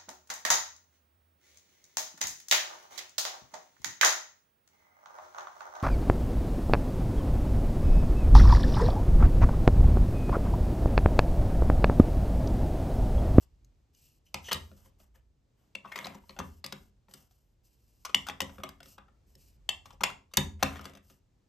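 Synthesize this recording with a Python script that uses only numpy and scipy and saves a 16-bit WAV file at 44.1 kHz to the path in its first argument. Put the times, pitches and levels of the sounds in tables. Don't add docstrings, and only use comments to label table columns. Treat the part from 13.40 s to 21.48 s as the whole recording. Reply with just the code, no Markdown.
import sys
import numpy as np
from scipy import signal
from scipy.fft import rfft, irfft
from scipy.io import wavfile
from scipy.ndimage import uniform_filter1d

SR = 44100
rng = np.random.default_rng(int(sys.argv[2]) if len(sys.argv) > 2 else 0)


def materialize(psi):
    bounded = np.clip(np.atleast_2d(psi).T, -1, 1)
    quanta = np.round(bounded * 32767).astype(np.int16)
    wavfile.write(sys.argv[1], SR, quanta)


N = 356328

# time_s, relative_db
RUMBLE_WAVER = [(0, -67.5), (.25, -66.5), (.47, -74), (1.3, -70.5), (1.86, -68), (2.16, -80), (2.59, -76),
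                (2.951, -66), (3.71, -73.5), (4.41, -73.5), (5.1, -65), (5.71, -72), (6.25, -65),
                (6.73, -63), (6.858, -80.5), (7.0, -64.5), (7.6, -70.5), (8.08, -76.5)]
# freq_hz, relative_db
RUMBLE_SPECTRUM = [(18, -28), (35, -3.5), (55, 3), (90, -8.5), (140, -24.5), (300, -59)]
# freq_hz, relative_db
HISS_SPECTRUM = [(59, -29.5), (100, -3.5), (129, -2.5), (150, -10), (433, -18.5), (854, -25.5),
                 (1480, -32.5), (1760, -33), (2080, -33.5), (6560, -36.5), (16000, -51)]
# freq_hz, t60_s, gain_db
ROOM_DECAY = [(60, 0.52, -6), (250, 0.45, -4.5), (1000, 0.28, -0.5), (3000, 0.2488, -3.5),
              (7000, 0.3, -13.5), (14040, 0.2, -14)]
# freq_hz, coherence
ROOM_COHERENCE = [(100, .9), (300, 0.84), (700, 0.052), (1500, 0.3), (3000, .5), (6000, 0.56), (9000, 1),
                  (15000, 0.59)]
# start_s, loudest_s, end_s, level_db, dull_share_db
FINGER_SLIDES = [(0, 0.033, 0.0594, -65, -7), (0.528, 0.655, 0.793, -67.5, -18),
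                 (.85, 0.853, 0.95, -76, -25), (1.02, 1.087, 1.128, -57.5, -8),
                 (1.2, 1.201, 1.41, -65.5, -10), (1.359, 1.468, 1.509, -68, -3),
                 (1.58, 1.612, 1.687, -70.5, -3), (1.738, 1.759, 1.805, -76, 5.5),
                 (2.165, 2.203, 2.346, -84, 1.5), (2.433, 2.476, 2.697, -76.5, 14),
                 (2.51, 2.643, 2.795, -65.5, 13), (2.795, 2.902, 3.205, -71, -5),
                 (3.027, 3.052, 3.21, -67.5, -9), (3.342, 3.38, 3.505, -69.5, -6),
                 (3.682, 3.767, 3.883, -64, -5), (3.861, 3.923, 4.164, -78.5, -7.5),
                 (4.231, 4.256, 4.36, -73, -17), (4.3, 4.582, 5.58, -75.5, -17.5),
                 (5.068, 5.156, 5.225, -69, 3), (5.431, 5.525, 5.57, -60, -12),
                 (5.862, 5.895, 5.994, -74.5, -14.5), (5.973, 6.02, 6.172, -66, -24),
                 (6.448, 6.457, 6.56, -68.5, -1.5), (7.19, 7.224, 7.313, -75, 19),
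                 (7.26, 7.331, 7.4, -64, 13.5), (7.398, 7.461, 7.53, -69, 15.5),
                 (7.62, 7.704, 7.797, -68.5, -7)]
# centre_hz, width_hz, gain_db
SKIN_BANDS = [(2850, 1100, -2), (5600, 3100, -2.5), (8270, 7100, -0.5), (11960, 4300, -3)]
# centre_hz, width_hz, gain_db
RUBBED_BANDS = [(654, 500, -0.5), (1157, 1000, -4.5), (2019, 150, -4)]
# start_s, loudest_s, end_s, level_db, pitch_hz
SLIP_SQUEAKS = [(0.532, .67, 0.715, -78.5, 2896), (0.857, 0.869, 0.897, -71.5, 2960),
                (1.037, 1.094, 1.112, -47, 3056)]
# pitch_hz, gain_db, t60_s
TABLE_MODES = [(57, -17.5, 0.28), (74.11, -20, 0.65), (85.42, -13.5, 0.73), (126, -13, 0.09),
               (145.6, -16.5, 0.18), (201.66, -3.5, 0.1), (270.2, -12.5, 0.12), (380.4, -9.5, 0.066),
               (537.02, -4.5, 0.057)]
# start_s, push_db
HAND_PRESSES = [(0.942, -41.5), (1.144, -35), (1.315, -53.5), (3.002, -44), (4.747, -53), (5.006, -44),
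                (5.093, -49), (5.183, -47.5), (6.293, -50), (6.53, -53), (6.698, -49.5), (6.972, -29.5),
                (7.065, -38.5), (7.23, -32), (7.304, -37.5), (7.364, -44)]
# pitch_hz, gain_db, t60_ms
PLASTIC_MODES = [(722, 1, 5.3), (1211, 1, 12), (1453, -0.5, 15), (1924, -5.5, 5.9), (3010, -6.5, 6.6),
                 (3965, -4, 17), (4095, -5, 6.8), (4975, 1.5, 13), (6045, 2.5, 5.8), (6080, -3, 6.1),
                 (6670, -3, 8), (8960, -6.5, 3.6)]
# from_s, hollow_hz, left_minus_right_db, tick_below_snap_db
HELD_PIECES = [(0, 2950, 1, 8), (1.125, 3805, 2, 3.5), (2.2, 2697, 3, 23), (2.5, 2142, 3, 8),
               (2.95, 2747, 3.5, 6.5), (4.4, 2923, 3, 9.5), (4.95, 2895, 2, 5.5), (6.1, 2717, 3.5, 10.5),
               (6.9, 3667, 1.48, 7), (7.2, 2626, 2.5, 5)]
# start_s, level_db, ring_hz, body_db, hollow_db, snap_db, knock_db, flurry_ms
CONTACTS = [(.246, -62.5, 4110, -36.5, -27.5, 0, -23.5, 4.3),
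            (.548, -60.5, 5000, -31.5, -3, -1.5, -32, 4.4),
            (.943, -27, 608, -5.5, -16.5, -3.5, -16.5, 3.71),
            (1.085, -31, 1900, -13, -10, -18.5, -28.5, 8.9), (1.113, -27, 3240, -8, 2, -12.5, -14, 11),
            (1.118, -18.5, 2748, -19.5, -8.5, -15.5, -33, 8.7),
            (1.129, -18.5, 3900, -21.5, -13.5, -6.5, -36.5, 4.44),
            (1.144, -26, 3670, -33.5, -3.5, -18, -14, 3.3), (1.315, -48, 596, -13, -30.5, -26, -5, 2.7),
            (1.459, -57.5, 1000, -13, -25.5, -10, -4, 3.76),
            (1.601, -55, 659, -19.5, -15.5, -9.5, -10.5, 5.5),
            (1.757, -56.5, 1747, -25, -25, -11.5, -12, 4.5),
            (2.352, -19, 2726, -26.5, -24, -22, -32.5, 3.8), (2.447, -45, 1140, 1, -26.5, -42.5, -40, 5.3),
            (2.454, -37.5, 1119, -19, -20, -30.5, -17, 9.8), (2.477, -49.5, 1090, -12, 4, -23, -20.5, 2.8),
            (2.519, -30.5, 1977, -19.5, -4.5, -20.5, -38.5, 6.8),
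            (2.558, -28.5, 2050, -13, -26, -14, -21.5, 8.4), (2.577, -36.5, 1004, -8, -15, -9, -18, 4.05),
            (2.589, -28, 2284, -18, -4, -11.5, -22.5, 1.6), (2.609, -38, 2800, -24, -10, -25.5, -12.5, 4.5),
            (2.645, -25, 3930, -27.5, -10.5, -31.5, -20.5, 6.95),
            (2.656, -38, 1100, -8, -20.5, -8, -18.5, 3.7), (2.668, -28, 736, -17, -31.5, -13.5, -14, 3.65),
            (2.701, -42.5, 670, -15, -6, -25, -9, 4), (2.746, -39, 918, -27.5, -26.5, -16, -9.5, 9.4),
            (2.837, -51, 926, -22.5, -27.5, -28.5, -19, 8),
            (2.894, -34.5, 4355, -14.5, -25, -23, -17.5, 5.59), (2.907, -45, 4300, -14, -16, -17, -22, 2.8),
            (2.965, -39, 762, -17, -6, -25.5, -14, 11.3), (2.989, -25.5, 853, -13, -8.5, -11, -11.5, 9.7),
            (3.001, -29.5, 1164, -6.5, -16, -30, -6, 2.68),
            (3.242, -23, 4520, -20, -28, -15.5, -21.5, 4.82), (3.263, -31, 5240, -18.5, -19, -7, -33, 1.77),
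            (3.324, -23.5, 4940, -19.5, -19, -13, -19, 5.65),
            (3.684, -56.5, 930, -7.5, -19.5, -20, -3, 3.8), (3.711, -55, 789, -14.5, -10.5, -6.5, -9, 5.44),
            (3.738, -35.5, 7933, -25.5, -14, -9, -20, 4.46),
            (3.91, -63.5, 743, -17.5, -26.5, -5.5, -21, 4.8),
            (4.65, -28, 1190, -17.5, -23, -10, -41, 10.85), (4.694, -43, 1240, -7, -19.5, -10, -16, 6),
            (4.746, -2.5, 2951, -32, -43, -21.5, -36, 3.21),
            (4.867, -29, 1460, -27, -17.5, -15.5, -27.5, 16),
            (4.886, -24.5, 831, -13, -23.5, -10, -22.5, 3.7),
            (4.898, -22, 2627, -16, -33, -21.5, -22.5, 4.85),
            (5.005, -13.5, 2700, -18.5, -17, -13, -27.5, 3.72),
            (5.016, -21, 3010, -43, -27.5, -15.5, -15, 6.1),
            (5.094, -43, 997, -12.5, -16.5, -20.5, -14, 9.4),
            (5.183, -51, 690, 4.5, -25.5, -17.5, 6.5, 3.95),
            (5.201, -49, 1500, -3.5, -21, -19.5, -19.5, 3.18),
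            (5.235, -28.5, 618, -8.5, -14.5, -11, -14, 4.22),
            (5.29, -44, 1180, -11, -26.5, -1.5, -14.5, 3.34),
            (5.404, -43, 687, -10.5, -13.5, -14, -14.5, 3.6), (5.43, -45.5, 5100, -17, -18, -7, -35, 2.9),
            (5.457, -47, 5160, -13.5, -4, -11, -11, 4.5), (5.581, -39, 1375, -11.5, -23, -22.5, -18, 5.24),
            (5.682, -54, 818, -11, -19.5, -31.5, -15.5, 7.27),
            (5.953, -48.5, 4700, -31, -23, -7.5, -12, 3.45),
            (6.291, -12.5, 3050, -25.5, -7.5, -11, -43, 3.52),
            (6.456, -45, 1176, -9, -19, -8.5, -15.5, 9.1), (6.505, -42, 1170, -18.5, -23.5, -13, -27, 7.5),
            (6.528, -51.5, 830, -30, -19.5, -10.5, -7.5, 11.1),
            (6.608, -27, 1300, -19, -22.5, -20.5, -13.5, 9.54),
            (6.635, -28.5, 3360, -4, -23, 5, -27.5, 5.96), (6.637, -15, 2564, -14, 2.7, -10.5, -31, 2.76),
            (6.699, -33, 1304, -42.5, -20.5, -15, -17.5, 9.3),
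            (6.913, -57, 1143, -27.5, -4.5, -17, -30.5, 15),
            (6.937, -38, 5740, -10, -14.5, -0.5, -18, 4.35), (6.971, -18, 3423, -20.5, -5, 4, -49.5, 2.5),
            (6.974, -13, 3700, -16, -2, -12, -13.5, 4.49),
            (7.227, -10.5, 789.4, -10.5, -5, -13.5, -17.5, 3.57),
            (7.231, -16.5, 1065, -17, -30, -5.5, -23.5, 2.38),
            (7.357, -50, 1130, 3.5, -21, -6.5, -14.5, 4.7),
            (7.364, -39, 1875, -12.5, -16.5, -17, -17, 20.5), (7.393, -44.5, 860, 2, -25, -12.5, -3.5, 4.8),
            (7.411, -42.5, 1140, -23, -18.5, -11, -14, 6.3),
            (7.443, -48, 1000, -15.5, -4, -3.5, -16.5, 6.1), (7.454, -39.5, 1079, -6, -4, -4.5, -5.5, 4.5),
            (7.496, -50, 687, -18.5, -7, -7, -3, 3), (7.535, -49.5, 644, -13, -15, -8, -17.5, 4.5),
            (7.551, -44.5, 584, -15, -14, -11.5, -15, 4.05),
            (7.561, -49.5, 674, -19.5, -10.5, -14, -9, 4.6), (7.572, -48, 662, -13.5, -8, -10.5, -13, 6.2),
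            (7.699, -55.5, 798.6, -12.5, -16, -7.5, -3.5, 8.37)]
# freq_hz, left_lead_rad
PORT_PHASE = [(200, 0), (700, .6), (1100, -.4), (3500, .7), (4900, .1), (5700, -.9), (6500, 0), (7600, -.1),
              (10000, -3.14), (12300, -6.2), (16000, -9.5)]
# freq_hz, left_minus_right_db
PORT_BALANCE = [(300, 0), (1200, 2), (3500, -0.5)]
# freq_hz, gain_db
MIC_RESPONSE = [(14400, 0), (15300, -18), (16500, -20.5)]

RING_CYCLES, HOLLOW_T60_S = 25, 0.024
GRIP_SCATTER_DB, PAN_SCATTER_DB = 3, 0.99
STROKE_RISE_DB, STROKE_FALL_DB = 8.5, 14.5
DEEP_BELOW_HZ, DEEP_CUT_DB = 130, 10
HISS_LEVEL_DB, MIC_CUTOFF_HZ = -72, 16400


def undb(db):
    return 10 ** (np.asarray(db) / 20)


def on_hz(table, hz, column=1):
    rows = np.array(table, float)
    return np.interp(np.log(np.maximum(hz, 1)), np.log(rows[:, 0]), rows[:, column])


def band(x, hz, width_hz):
    return signal.lfilter(*signal.iirpeak(hz, hz / width_hz, fs=SR), x)


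def ring(hz, t60_s, t, phase=0):
    return np.sin(2 * np.pi * hz * t + phase) * np.exp(-np.log(1000) * t / t60_s)


def wander(rate_hz):
    hold = int(SR / rate_hz)
    steps = np.repeat(rng.standard_normal(N // hold + 1), hold)
    return 0.88 * uniform_filter1d(uniform_filter1d(steps, hold), hold)[:N]


def diffuse_spectra(hz, size):
    alike = np.clip(on_hz(ROOM_COHERENCE, hz), 0, 1)
    mid, side = rfft(rng.standard_normal((2, size)))
    return (mid * np.sqrt(1 + alike) + np.array([[1], [-1]]) * side * np.sqrt(1 - alike)) / np.sqrt(2)


def room_tone():
    hz = np.arange(N // 2 + 1) * SR / N
    waver = undb(np.interp(np.arange(N) / SR, *np.transpose(RUMBLE_WAVER)) + 4)
    rumble = irfft(diffuse_spectra(hz, N) * undb(on_hz(RUMBLE_SPECTRUM, hz)), N)
    hiss = irfft(diffuse_spectra(hz, N) * undb(on_hz(HISS_SPECTRUM, hz)), N)
    hiss *= undb(2.8 * wander(rate_hz=1.9))
    return waver * rumble / np.std(rumble) + undb(HISS_LEVEL_DB) * hiss / np.std(hiss)


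def room_reverb(source):
    size = SR // 2
    t, hz = np.arange(size) / SR, np.arange(size // 2 + 1) * SR / size
    noise, tail = diffuse_spectra(hz, size), 0
    for centre_hz in 45 * 2. ** np.arange(9):
        octave = np.clip(1 - np.abs(np.log2(np.maximum(hz, 1) / centre_hz)), 0, 1)
        t60_s, gain_db = on_hz(ROOM_DECAY, centre_hz), on_hz(ROOM_DECAY, centre_hz, column=2)
        fade = np.exp(-np.log(1000) * t / t60_s) * np.sqrt(2 * np.log(1000) / t60_s / SR)
        tail += undb(gain_db) * fade * irfft(noise * octave, size)
    tail *= np.clip((t - .003) / 0.0018, 0, 1)
    return signal.fftconvolve(source[None], tail, axes=1)[:, :N]


def stroke(start_s, loudest_s, end_s, level_db):
    t = np.arange(N) / SR
    gate = np.clip(np.minimum(t - start_s, end_s - t) / 0.0085, 0, 1)
    contour_db = [level_db - STROKE_RISE_DB, level_db, level_db - STROKE_FALL_DB]
    return gate * undb(np.interp(t, [start_s, loudest_s, end_s], contour_db))


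def finger_slides():
    bright_gain, dull_gain = 0, 0
    for *times, level_db, dull_db in FINGER_SLIDES:
        gain = stroke(*times, level_db)
        bright_gain += gain * undb(1)
        dull_gain += gain * undb(dull_db)
    grit = rng.standard_normal(N) * undb(2 * wander(rate_hz=270) + 2 * wander(rate_hz=40))
    bright = sum(undb(db) * band(band(grit, hz, width), hz, width) for hz, width, db in SKIN_BANDS)
    dull = sum(undb(db) * band(grit, hz, width) for hz, width, db in RUBBED_BANDS)
    rubbing = bright_gain * bright / np.std(bright) + dull_gain * dull / np.std(dull)
    return rubbing * undb([[.8], [-.8]])


def squeaks():
    t, out = np.arange(N) / SR, np.zeros(N)
    rough = [band(rng.standard_normal(N), hz=40, width_hz=140) for _ in range(4)]
    for *times, level_db, pitch_hz in SLIP_SQUEAKS:
        phase = 2 * np.pi * pitch_hz * t
        tone = rough[0] * np.sin(phase) + rough[1] * np.cos(phase)
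        octave = rough[2] * np.sin(2 * phase) + rough[3] * np.cos(2 * phase)
        out += stroke(*times, level_db) * (tone + undb(-4) * octave) / np.std(tone)
    return out * undb([[.6], [-.6]])


def table_thumps(spot_scatter):
    force = np.zeros((len(TABLE_MODES), N))
    pulse = np.hanning(64) * 0.09214
    deep = np.array(TABLE_MODES)[:, 0] < DEEP_BELOW_HZ
    for (start_s, level_db, *_, knock_db, _), scatter in zip(CONTACTS, spot_scatter):
        i = int((start_s + .0022) * SR)
        drive = undb(level_db + knock_db - deep * DEEP_CUT_DB + 2 * scatter)
        force[:, i:i + len(pulse)] += drive[:, None] * pulse
    for start_s, push_db in HAND_PRESSES:
        i = int((start_s + .0022) * SR)
        force[deep, i:i + len(pulse)] += undb(push_db) * pulse
    t, thumps = np.arange(SR) / SR, 0
    for k, (blows, (hz, db, t60_s)) in enumerate(zip(force, TABLE_MODES)):
        phase = (-1) ** k * min(hz / 1100, .45) * np.array([[1], [-1]])
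        mode = undb(db) * ring(hz, t60_s, t, phase) * (1 - np.exp(-t / 0.0038))
        thumps += signal.fftconvolve(blows[None], mode, axes=1)[:, :N]
    return signal.sosfilt(signal.butter(3, 45, "high", fs=SR, output="sos"), thumps)


def stud_click(ring_hz, hollow_hz, body_db, hollow_db, snap_db, tick_db, flurry_ms, chance):
    size = len(chance)
    t, hz = np.arange(size) / SR, np.maximum(np.arange(size // 2 + 1) * SR / size, 1)
    grit = chance[:, 0] * undb(5.624 * chance[:, 1])
    envelope = np.exp(-(1000 * t / flurry_ms) ** 1.4) * np.minimum(t / 0.00097, 1)
    flurry = rfft(grit * envelope)
    modes = sum(undb(db + GRIP_SCATTER_DB * grip) * ring(mode_hz * (1 + 0.07 * shift), t60_ms / 1000, t)
                for (mode_hz, db, t60_ms), (grip, shift) in zip(PLASTIC_MODES, chance[:, 2:]))
    facing = rfft(modes) + undb(26.5)
    all_round = undb(-13) * rfft(modes) + undb(23)
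    bass_cut = 1 / (1 + (360 / hz) ** 4)
    main_ring = rfft(ring(ring_hz, RING_CYCLES / ring_hz, t)) * bass_cut
    hollow = rfft(ring(hollow_hz, HOLLOW_T60_S, t)) * bass_cut
    parts = [(main_ring, main_ring, -6, -6), (hollow, hollow, hollow_db - 5.5, 4)]
    lag = np.exp(-2j * np.pi * hz * .001)
    for low_hz, high_hz, peak_db in [(340, 2000, body_db + 6.5),
                                     (2000, 3700, (body_db + snap_db) / 2 + 7),
                                     (4800, 9400, snap_db + 5), (10000, 18000, tick_db + 9.5)]:
        passband = lag / (1 + (low_hz / hz) ** 8) / (1 + (hz / high_hz) ** 8)
        parts.append((passband * facing, passband * all_round, peak_db, 0))
    to_mic, to_room = 0, 0
    for mic_spectrum, room_spectrum, peak_db, send_db in parts:
        direct, spread = irfft(flurry * mic_spectrum), irfft(flurry * room_spectrum)
        direct *= undb(peak_db) / np.max(np.abs(direct))
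        to_mic += direct
        to_room += spread * undb(send_db) * np.std(direct) / np.std(spread)
    return to_mic, to_room


def blocks():
    size = 4096
    to_mic, to_room = np.zeros((2, N + size)), np.zeros(N + size)
    chance = rng.standard_normal((len(CONTACTS), size, 5))
    fade_out = np.clip(np.arange(size, 0, -1) / 512, 0, 1) ** 2
    for contact, draws in zip(CONTACTS, chance):
        start_s, level_db, ring_hz, body_db, hollow_db, snap_db, _, flurry_ms = contact
        _, hollow_hz, pan_db, tick_below_db = [row for row in HELD_PIECES if row[0] <= start_s][-1]
        pan_db += PAN_SCATTER_DB * draws[-1, 4]
        direct, spread = stud_click(ring_hz, hollow_hz, body_db, hollow_db, snap_db,
                                    snap_db - tick_below_db, flurry_ms, draws[:, :4])
        i = int((start_s - .0012) * SR)
        to_mic[:, i:i + size] += undb(level_db + np.array([[pan_db], [-pan_db]]) / 2) * direct * fade_out
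        to_room[i:i + size] += undb(level_db) * spread * fade_out
    thumps = table_thumps(spot_scatter=chance[:, :len(TABLE_MODES), 4])
    return to_mic[:, :N] + undb([[.7], [-.7]]) * thumps, to_room[:N] + thumps[0]


def scene():
    close_blocks, to_room = blocks()
    friction = finger_slides() + squeaks()
    return close_blocks + friction + room_reverb(to_room + friction.mean(axis=0)) + room_tone()


def record(dry):
    hz = np.arange(N // 2 + 1) * SR / N
    right_lag = np.exp(-1j * np.array([0 * hz, on_hz(PORT_PHASE, hz)]))
    gain_db = on_hz(MIC_RESPONSE, hz) + on_hz(PORT_BALANCE, hz) * np.array([[.5], [-.5]])
    ports = irfft(rfft(dry) * right_lag * undb(gain_db), N)
    return signal.sosfilt(signal.ellip(10, .2, 80, MIC_CUTOFF_HZ, fs=SR, output="sos"), ports)


dry = scene()
out = record(dry)
materialize(out)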